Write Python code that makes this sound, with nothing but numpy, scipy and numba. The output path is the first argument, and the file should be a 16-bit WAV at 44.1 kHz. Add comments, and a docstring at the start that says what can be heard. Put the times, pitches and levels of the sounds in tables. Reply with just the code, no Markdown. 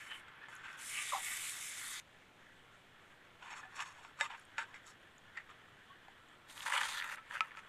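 """Caramel is cooked in an enamelled pan in a quiet kitchen, heard from close by.
First sugar bubbles swell, a wooden spoon rubs and knocks, and butter sizzles, gulps, then stops short.
Next the spoon scrapes in many short strokes, with a faint squeak near the end; then popcorn is tipped
in with a rush and stirred. A faint simmer, room noise, microphone hiss and a hum lie below.
Clicks that set tones ringing make the sizzle, strokes, popcorn and simmer; decaying sines with noise
make spits, knocks and kernels, sinking sines the gulps; the squeak glides, the room is noise with a hum."""
import sys
import numpy as np
from scipy import signal
from scipy.fft import rfft, irfft
from scipy.io import wavfile
from numba import njit

SR = 44100
rng = np.random.default_rng(int(sys.argv[2]) if len(sys.argv) > 2 else 0)


def master(y):
    """Save y as 16-bit WAV."""
    cut = np.clip(np.atleast_2d(y).T, -1, 1)
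    pcm = np.round(cut * 32767)  # scale
    wavfile.write(sys.argv[1], SR, pcm.astype(np.int16))


N = 338688  # length in samples
SPLIT_HZ = 3400  # border between the low and the high part of a grainy sound


# Butter pushed round in the sugar. Each row: time in seconds, large bubbles in dB, fine spit in dB.
SIZZLE_LEVELS = [(.77, -72, -65), (.8, -53.5, -52.5), (.88, -56, -45), (1.0, -41.5, -46.5),
                 (1.06, -49, -44), (1.22, -50.5, -45.5), (1.28, -44.5, -41), (1.53, -51, -44.5),
                 (2.0, -52.5, -46)]
# First flares of the butter. Each row: bite (loudest moment) in seconds, swell before it in seconds,
# hold after it in seconds, large bubbles in dB, fine spit in dB.
BUTTER_FLARES = [(.01, 0.072, 0.19, -55, -61.5), (.5, 0.015, .08, -74, -67), (.74, 0.11, 0.011, -74, -64)]
# Colour of the sizzle. Each row: pitch in Hz, relative level in dB per Hz.
SIZZLE_COLOUR = [(290, -8), (500, -61), (1200, -22), (1650, -7), (2070, 4), (2540, 0.5), (3150, -4),
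                 (3680, -3), (4700, -13), (8980, 3.5), (11600, -6.5), (15500, -39)]
# Bare patch of pan under the foam. Each row: pitch in Hz, spread in Hz (a wider one rings shorter),
# relative level in dB.
BARE_PAN_NOTES = [(1200, 120, 3), (2080, 140, 11)]
# Butter dragged over the bared pan. Each row: time in seconds, level in dB before a 4 dB cut.
DRAG_LEVELS = [(0.8, -61), (0.896, -51.5), (2.0, -58)]
# The two upper bands that sing in the drag. Each row: pitch in Hz, width in Hz.
DRAG_SINGING = [(3600, 120), (4350, 140)]


def sizzle():
    """Thousands of bursting bubbles a second, some notes of the bared pan standing out."""
    bubbles = random_clicks(9000, spread_db=2.2, clump_db=1.2, clump_rate=25)
    low, high = grains(bubbles, SIZZLE_COLOUR, cycles=24.0, wide=0.67, pan_db=-11.5)
    notes = np.zeros(N)
    for hz, spread_hz, db in BARE_PAN_NOTES:
        note = rms_one(ring(bubbles, hz, 4.9 / spread_hz))
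        notes += amp(db + 1.4 * drift(4.5)) * note
    drag = np.zeros(N)
    for hz, width_hz in DRAG_SINGING:
        band = rms_one(ring(bubbles, hz, ring_time(width_hz)))
        drag += amp(6.4 * drift(4.8)) * band
    large, fine = gains([SIZZLE_LEVELS]) + bursts(BUTTER_FLARES)[0]
    bubbling = large * rms_one(low + amp(-6.5) * rms_one(notes))
    dragging = gains([DRAG_LEVELS])[0] * amp(-4.0) * rms_one(drag)
    return bubbling + fine * high + dragging


# Large bubbles gulping out from under the butter. Each row: start in seconds, level in dB before
# swell and froth, starting pitch in Hz, time to die by 60 dB in seconds.
BUBBLE_GULPS = [(1.12, -24.5, 1166, 0.047), (1.122, -28.5, 586, 0.089), (1.132, -25.5, 1030, 0.048),
                (1.141, -28.5, 795, 0.12), (1.157, -29.5, 1150, 0.063), (1.176, -33, 772, 0.097)]


def gulps():
    """Each bubble swells softly and sinks in pitch as it dies, roughened by froth."""
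    rise_s, sag_per_s, froth_db = .005, 1.2, -2  # sag: share of the starting pitch lost per second
    t = np.arange(SR // 5) / SR
    froth = 1 + amp(froth_db) * drift(230)
    out = np.zeros(N)
    for s, db, hz, t60 in BUBBLE_GULPS:
        i = round(s * SR)
        swell = np.minimum(t / rise_s, 1) ** 2
        sinking = np.sin(2 * np.pi * hz * (t - sag_per_s * t ** 2 / 2))
        out[i:i + len(t)] += swell * amp(db - 60 * t / t60) * sinking
    return out * froth


# Lone spits. Each row: start in seconds, level in dB, pitch in Hz.
LONE_SPITS = [(.358, -52, 10700), (.4857, -51, 9200), (0.5526, -32, 10800), (0.5644, -38, 6770),
              (.658, -50, 6750), (0.7093, -46, 9500), (.7296, -45, 5460), (0.792, -37, 6350),
              (4.3974, -34, 9500), (4.452, -36, 8500), (4.8676, -39, 7740), (5.1816, -41, 6960),
              (6.2861, -50, 6950)]


def spits():
    """Single spits, each a short high ring over a broad snap."""
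    return pops(LONE_SPITS, cycles=30.0, rise_s=.0008, snap_db=-25)


# Spoon strokes along the bottom; the first three rows are swells of bubbling sugar.
# Each row: bite (loudest moment) in seconds, swell before it in seconds, hold after it in seconds,
# rub (the low part) in dB, grit (the high part) in dB, main tone in Hz.
SPOON_STROKES = [(0.012, 0.079, 0.061, -59, -63.5, 1730), (0.115, 0.037, 0.048, -47.5, -88, 3050),
                 (0.431, 0.059, 0.024, -54, -86, 1750), (0.51, 0.03, 0.21, -54.5, -70.5, 1560),
                 (0.651, 0.13, 0.18, -50, -69, 1600), (3.428, 0.021, 0.13, -50, -66.5, 990),
                 (3.507, 0.015, 0.037, -44.5, -58, 990), (3.563, 0.022, 0.042, -48.5, -57, 1230),
                 (3.625, 0.044, 0.034, -53, -72, 1000), (3.759, 0.014, 0.037, -54, -52, 900),
                 (3.808, 0.059, 0.016, -38, -48.5, 1150), (3.858, 0.035, 0.064, -52.5, -61, 1130),
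                 (3.962, 0.078, 0.14, -58, -70, 940), (4.039, 0.026, 0.042, -54, -61, 1500),
                 (4.204, 0.021, 0.057, -39, -50.5, 1200), (4.306, 0.017, 0.049, -43.5, -65.5, 1014),
                 (4.378, .02, 0.051, -60, -66, 1590), (4.585, 0.012, 0.048, -38, -56.5, 1590),
                 (4.69, 0.069, 0.037, -57.5, -77, 1100), (4.751, 0.016, 0.028, -52, -65, 2120),
                 (4.869, 0.025, 0.045, -56.5, -58.5, 1340), (5.375, 0.025, 0.026, -45, -67, 1960),
                 (5.496, 0.012, 0.027, -52, -69, 1200)]
# Colour of the strokes. Each row: pitch in Hz, relative level in dB per Hz.
STROKE_COLOUR = [(450, -61), (860, -29), (1170, -6.5), (1760, -9.5), (2700, -9), (4780, -35.5), (7200, -26),
                 (12000, -29.5), (14000, -49)]
# Bands that sing in every stroke. Each row: pitch in Hz, width in Hz, relative level in dB.
SPOON_BANDS = [(1760, 80, -3.5), (2550, 130, -10), (3390, 130, -14), (4350, 33, -10), (5560, 34, -11.5),
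               (6570, 180, -5), (7240, 62, -9)]
# How clearly the spoon's bands sing; the froth from the soda smothers them.
# Each row: time in seconds, change of the bands in dB.
BAND_CLARITY = [(3.95, -2), (4.1, -12)]


def strokes():
    """Stick-slip of wood on enamel: dense uneven clicks make the pan sing; the sugar swells share the method."""
    (rub, grit), stroke = bursts(np.array(SPOON_STROKES)[:, :-1])
    tone_hz = np.array(SPOON_STROKES)[stroke, -1]
    slips = random_clicks(5000, spread_db=1.0, clump_db=2.5, clump_rate=35)
    low, high = grains(slips, STROKE_COLOUR, cycles=23.0, wide=0.008, pan_db=-3)
    turn = 2 * np.pi * tone_hz / SR
    r = np.exp(-np.pi * 260 / SR)  # each resonance is 260 Hz wide
    # Twice: a clear band with dark flanks.
    tone = rms_one(gliding(gliding(slips, turn, r), turn, r))
    clear_db = np.interp(np.arange(N) / SR, *np.transpose(BAND_CLARITY))
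    for hz, width_hz, db in SPOON_BANDS:
        singing = rms_one(ring(slips, hz, ring_time(width_hz)))
        band = amp(db + clear_db + 2.5 * drift(10)) * singing
        if hz > SPLIT_HZ:
            high = high + band
        else:
            low = low + band
    rubbing = rub * rms_one(low + amp(0.5) * tone)
    return dull(rubbing + grit * rms_one(high))


# Wet spoon slipping. One row: start in seconds, length in seconds, middle level in dB,
# first pitch in Hz, last pitch in Hz.
SPOON_SQUEAK = (5.86, .12, -62, 1170, 1070)


def squeak():
    """A faint wavering note that slides down as the wet spoon slips."""
    s, length_s, db, first_hz, last_hz = SPOON_SQUEAK
    part = np.clip((np.arange(N) / SR - s) / length_s, 0, 1)
    hz = first_hz + (last_hz - first_hz) * part + 40 * drift(40)
    level = amp(db + 4 * drift(40)) * np.sin(np.pi * part)
    return level * np.sin(2 * np.pi * np.cumsum(hz) / SR)


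# Spoon knocks. Each row: start in seconds, level in dB, spoon pitch in Hz, time for the spoon to die
# by 60 dB in seconds, fading time of the contact in milliseconds, then pan ring and crack in dB
# relative to the level.
SPOON_KNOCKS = [(.282, -47.5, 1550, 0.017, 1.8, -11, -1), (.485, -48, 1323, 0.025, 0.74, -7, -11),
                (3.632, -43, 1720, 0.043, 8.1, -21, -22), (3.65, -39.5, 750, 0.053, 20, -29, -30),
                (4.049, -43, 1090, 0.024, 0.63, -15, 1), (4.21, -32, 893, 0.051, 5.8, 3.5, 13),
                (4.582, -38, 2017, 0.026, 7.7, 0.5, 12.5), (4.743, -54, 2090, 0.031, 9.5, -1, 12),
                (5.373, -36, 1830, 0.052, 2.9, -15.5, -22), (6.083, -36, 795, 0.013, 0.31, -28, -19),
                (7.185, -46, 1317, 0.12, 3.5, -28, -28), (7.407, -24.5, 1302, 0.085, 0.13, -26, 10),
                (7.572, -43.5, 1310, 0.08, 2.7, -14, 7)]


def knocks():
    """Wood note and pan modes with new strengths each blow, driven by a chattering contact, plus a short crack."""
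    out, t = np.zeros(N), np.arange(SR // 3) / SR
    for s, db, hz, t60, contact_ms, pan_db, crack_db in SPOON_KNOCKS:
        i = round(s * SR)
        wood = np.sin(2 * np.pi * hz * t) * amp(-60 * t / max(t60, .005))
        metal = np.zeros(len(t))
        chances_db = rng.normal(0, 1.0, len(PAN_MODES))
        for (mode_hz, mode_db, mode_t60), chance_db in zip(PAN_MODES, chances_db):
            fade = amp(pan_db + mode_db + chance_db - 60 * t / mode_t60)
            metal += fade * np.sin(2 * np.pi * mode_hz * t)
        chatter = np.abs(rng.standard_normal(len(t)) ** 3) * np.exp(-1000 * t / max(contact_ms, .05))
        chatter[0] = np.linalg.norm(chatter)  # the first touch stands out
        # How hard the contact drives the wood note.
        drive = abs(np.sum(chatter * np.exp(-2j * np.pi * hz * t)))
        body = wood / drive + metal / np.linalg.norm(chatter)
        blow = signal.fftconvolve(body, chatter)[:len(t)]
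        snap = np.sin(2 * np.pi * 2400 * t) * amp(-60 * t / 0.0063)
        splinter = rng.standard_normal(len(t)) * amp(-31 - 60 * t / 0.033)
        crack = amp(crack_db) * (snap + splinter)
        out[i:i + len(t)] += amp(db) * (blow + crack)[:N - i]
    return dull(out)


# Popcorn tipped in. Each row: time in seconds, tumbling in dB, rustle in dB.
POUR_LEVELS = [(6.47, -84, -77), (6.5, -54.5, -53), (6.55, -56, -59.5), (6.58, -51, -52.5),
               (6.655, -47, -50.5), (6.665, -37, -46), (6.72, -34.5, -47.5), (6.79, -32, -44),
               (6.83, -38, -46), (6.9, -43, -46.5), (7.145, -47, -55), (7.16, -64, -57)]
# Popcorn turned over. Each row: bite (loudest moment) in seconds, swell before it in seconds,
# hold after it in seconds, tumbling in dB, rustle in dB.
POPCORN_STIRS = [(7.18, 0.024, 0.011, -50, -74), (7.312, 0.02, 0.05, -46.5, -62.5),
                 (7.355, 0.067, 0.038, -44, -56.5), (7.43, .03, 0.065, -54, -67),
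                 (7.51, 0.018, .05, -56.5, -80), (7.575, 0.027, 0.024, -53, -65)]
# Colour of the popcorn. Each row: pitch in Hz, relative level in dB per Hz.
POPCORN_COLOUR = [(240, -64), (400, -35), (535, 5.5), (683, -15), (886, -0.5), (1450, -2.5), (1760, 0.5),
                  (3210, -9), (4000, -14.5), (5400, -22.5), (9070, -12), (15500, -42)]


def popcorn():
    """Light dry kernels knocking against each other and the pan."""
    hits = random_clicks(2800, spread_db=2.6, clump_db=2.0, clump_rate=40)
    tumble_and_rustle = grains(hits, POPCORN_COLOUR, cycles=18.0, wide=0.58, pan_db=-23)
    levels = gains([POUR_LEVELS]) + bursts(POPCORN_STIRS)[0]
    return np.sum(levels * tumble_and_rustle, axis=0)


# Single kernels that stand out. Each row: start in seconds, level in dB, pitch in Hz.
LONE_KERNELS = [(6.5, -38, 3270), (6.578, -33.5, 3120), (6.6065, -28, 3160), (6.625, -35, 2700),
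                (6.663, -27, 1510), (6.7234, -19.5, 1740), (6.764, -20.5, 1420), (6.8125, -23, 1740),
                (7.0224, -26.5, 2120), (7.1725, -41, 1500), (7.3104, -32, 1690), (7.3536, -25, 1580),
                (7.3694, -27, 1450), (7.509, -39, 2030), (7.517, -37, 1810), (7.551, -40, 1400),
                (7.5914, -36, 2000)]


def kernels():
    """Single popcorn kernels, each a few ringing cycles over a broad snap."""
    return dull(pops(LONE_KERNELS, cycles=15.5, rise_s=0.00026, snap_db=-21))


# Faint bubbling. Each row: time in seconds, bubbles in dB, hiss in dB.
SIMMER_LEVELS = [(0, -60, -95), (1.98, -55, -89), (2.02, -65, -79.5), (3.3, -64, -80.5), (7.68, -63, -81)]
# Colour of the simmer. Each row: pitch in Hz, relative level in dB per Hz.
SIMMER_COLOUR = [(600, -18.5), (1300, -2.5), (1750, 0), (2600, -12.5), (3500, -10), (4200, -24),
                 (7200, -11), (8900, -8), (13000, -50)]


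def simmer():
    """Many small bubbles in the thick caramel merge into a soft hiss."""
    bubbles = random_clicks(6000, spread_db=3.0, clump_db=2.5, clump_rate=6.5)
    bubbles_and_hiss = grains(bubbles, SIMMER_COLOUR, cycles=25.0, wide=0.44, pan_db=-30)
    return np.sum(gains([SIMMER_LEVELS]) * bubbles_and_hiss, axis=0)


# Colour of the room noise and microphone hiss. Each row: pitch in Hz, relative level in dB per Hz.
BACKGROUND_COLOUR = [(12, 9.5), (25, -7.5), (119, 3.5), (170, 0.5), (835, -2.5), (1340, -7), (3450, -7),
                     (4830, -20.5), (8000, -24), (15500, -31)]


def background():
    """Steady room noise below and microphone hiss above, as one coloured noise, with a wavering hum."""
    noise_db, hum_hz, hum_db = -65, 101, -81.5
    hz = np.maximum(np.fft.rfftfreq(N, 1 / SR), 1)
    noise = rms_one(irfft(rfft(rng.standard_normal(N)) * amp(at_hz(BACKGROUND_COLOUR, hz)), N))
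    waver, swell_db = 1.5 * drift(4), 2.5 * drift(3)  # waver: in radians
    hum = np.sin(2 * np.pi * hum_hz * np.arange(N) / SR + waver)
    return amp(noise_db) * noise + hum * amp(hum_db + swell_db)


def bowl(x):
    """Sound lingers in the deep pan and on the counter: a short tail shaped by dying noise."""
    t60, tail_db = .09, -14
    t = np.arange(SR // 4) / SR
    tail = rng.standard_normal(len(t)) * amp(-60 * t / t60) * (t > .0015)
    return x + amp(tail_db) * signal.fftconvolve(x, tail / np.linalg.norm(tail))[:N]


# Dips where the echo off the pan's rim cancels. Each row: pitch in Hz, width in Hz, depth in dB.
RIM_DIPS = [(8310, 155, -26.5), (9840, 900, -9)]


def rim(x):
    """Two narrow dips in the treble of the close sounds, where the echo off the pan's rim cancels."""
    for hz, width_hz, depth_db in RIM_DIPS:
        c, q = -2 * np.cos(2 * np.pi * hz / SR), np.pi * width_hz / SR
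        g = amp(depth_db / 2)
        x = signal.lfilter([1 + q * g, c, 1 - q * g], [1 + q / g, c, 1 - q / g], x)
    return x


def dull(x):
    """A low-pass that softens the top of strokes, knocks and kernels."""
    return signal.sosfilt(signal.butter(4, 9500, fs=SR, output="sos"), x)


# Ringing modes of the pan. Each row: pitch in Hz, relative level in dB,
# time to die by 60 dB in seconds when the pan rings freely (knocks only).
PAN_MODES = [(574, 0.5, 0.052), (921, 0, 0.15), (1150, -20, 0.18), (1610, -9, 0.1), (1720, 4.5, 0.054),
             (2053, -1, 0.11), (2700, -9, 0.07), (3070, -14, 0.086), (3620, -41, 0.021),
             (3690, -11.5, 0.12), (4420, -14.5, 0.022), (4550, -19, 0.051), (5440, -14.5, 0.069),
             (6770, -11.5, 0.037), (7360, -9, 0.037), (7820, -11.5, 0.06)]


def pan(blows):
    """The pan's modes under dense small blows: contents cut every ring short, light touches favour the upper modes."""
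    t60, tilt_db = .03, 5  # tilt: per octave
    return sum(amp(db + tilt_db * np.log2(hz)) * ring(blows, hz, t60) for hz, db, free_t60 in PAN_MODES)


def grains(train, colour, cycles, wide, pan_db):
    """Each click rings some cycles at its own pitch, partly at all pitches, and shakes the pan.
    Returns the low and the high part, rms 1 each."""
    count = 30
    patches = [drift(5.1) for band in range(10)]  # regions of pitch swell and fade on their own
    dealt, out = rng.integers(0, count, N), np.zeros((2, N))
    for k, hz in enumerate(np.geomspace(colour[0][0], colour[-1][0], count)):
        share = (dealt == k) + wide * (-1) ** k
        rung = ring(train * share, hz, cycles / hz)
        level = amp(at_hz(colour, hz) + 2.0 * patches[k // 3]) * np.sqrt(hz)  # root: bands widen with pitch
        out[int(hz > SPLIT_HZ)] += rms_one(rung) * level
    parts = []
    for part, side in zip(out, ("low", "high")):
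        split = signal.butter(4, SPLIT_HZ, side, fs=SR, output="sos")
        metal = signal.sosfilt(split, pan(train))
        parts.append(rms_one(rms_one(part) + amp(pan_db) * rms_one(metal)))
    return np.array(parts)


def random_clicks(per_s, spread_db, clump_db, clump_rate):
    """Random clicks of uneven size, coming in clumps."""
    luck = np.minimum(rng.exponential(1, N), 5)
    sizes = amp(spread_db * luck) * rng.choice([-1, 1], N)
    return sizes * (rng.random(N) < per_s * amp(clump_db * drift(clump_rate)) / SR)


def pops(rows, cycles, rise_s, snap_db):
    """Lone clicks: each note dies by 60 dB in the given cycles, over a broad snap of noise."""
    out, t = np.zeros(N), np.arange(SR // 20) / SR
    for s, db, hz in rows:
        i, turns = round(s * SR), t * hz
        note = amp(-60 * turns / cycles) * np.sin(2 * np.pi * turns) * np.minimum(t / rise_s, 1)
        snap = amp(snap_db - 60 * t / 0.0033) * rng.standard_normal(len(t))
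        out[i:i + len(t)] += amp(db) * (note + snap)[:N - i]
    return out


def bursts(rows):
    """Gains of the two dB columns for bursts that swell to a bite, sag while they hold, then stop short.
    Also tells which burst is loudest at each moment."""
    swell_db, sag_db, fall_db_per_s = 17, 4.5, 704
    t, best, loudest = np.arange(N) / SR, np.full((2, N), -200.), np.zeros(N, int)
    for k, (s, swell_s, hold_s, low_db, high_db) in enumerate(rows):
        near = slice(max(int((s - 3 * swell_s) * SR), 0), int((s + hold_s + .1) * SR))
        late = t[near] - s
        sag = sag_db * np.minimum(late / hold_s, 1)
        fall = fall_db_per_s * np.maximum(late - hold_s, 0)
        shape_db = np.where(late < 0, swell_db * late / swell_s, -sag - fall)
        loudest[near][low_db + shape_db > best[0, near]] = k
        best[:, near] = np.maximum(best[:, near], [low_db + shape_db, high_db + shape_db])
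    return amp(best), loudest


def ring(clicks, hz, t60):
    """A unit click sets a sine of height 1 ringing, which dies by 60 dB in t60 seconds."""
    r, w = amp(-60 / (t60 * SR)), 2 * np.pi * hz / SR
    return signal.lfilter([0, np.sin(w)], [1, -2 * r * np.cos(w), r * r], clicks + 1e-18)


def ring_time(width_hz):
    """Seconds in which a resonance of this width dies by 60 dB."""
    return np.log(1000) / (np.pi * width_hz)


@njit
def gliding(x, turn, r):
    """A resonance whose centre moves sample by sample."""
    y = np.zeros(len(x))
    for n in range(2, len(x)):
        y[n] = np.sin(turn[n]) * x[n - 1] + 2 * r * np.cos(turn[n]) * y[n - 1] - r * r * y[n - 2]
    return y


def drift(rate):
    """Random wander of spread 1: noise smoothed to keep what is slower than the rate in Hz."""
    r = np.exp(-80 * np.pi * rate / SR)  # computed at every 40th sample
    slow = signal.lfilter([1], [1, -2 * r, r * r], rng.standard_normal(N // 40 + 2002))[2000:]
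    return np.interp(np.arange(N) / 40, np.arange(len(slow)), rms_one(slow))


def gains(tables):
    """Gain curves of dB columns, silent outside the tables' times."""
    return amp(columns(tables, [-200] * (len(tables[0][0]) - 1)))


def columns(tables, outside):
    """The tables' columns in time, with the given values outside the tables' times."""
    t, out = np.arange(N) / SR, np.outer(outside, np.ones(N))
    for rows in tables:
        s, *values = np.transpose(rows)
        inside = (t >= s[0]) & (t <= s[-1])
        out[:, inside] = [np.interp(t[inside], s, v) for v in values]
    return out


def at_hz(points, hz):
    """A spectrum read on a log-frequency axis."""
    return np.interp(np.log(hz), np.log(np.array(points)[:, 0]), np.array(points)[:, 1])


def rms_one(x):
    """Scaled to rms 1."""
    return x / np.sqrt(np.mean(x ** 2) + 1e-20)


def amp(db):
    """Gain of a level in dB."""
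    return 10 ** (np.asarray(db) / 20)


def scene():
    """All sources near one microphone; such small things radiate no bass."""
    butter = sizzle() + gulps() + spits()
    spoon = strokes() + squeak() + knocks()
    corn = popcorn() + kernels()
    close = rim(bowl(butter + spoon + corn + simmer()))
    bass_cut = signal.butter(4, 870, "high", fs=SR, output="sos")
    return (signal.sosfilt(bass_cut, close) + background())[None]


def record(dry):
    """The top is cut steeply: from about 16 kHz up it is at least 60 dB down."""
    return signal.sosfilt(signal.cheby2(14, 60, 16014, fs=SR, output="sos"), dry)


dry = scene()
out = record(dry)
master(out)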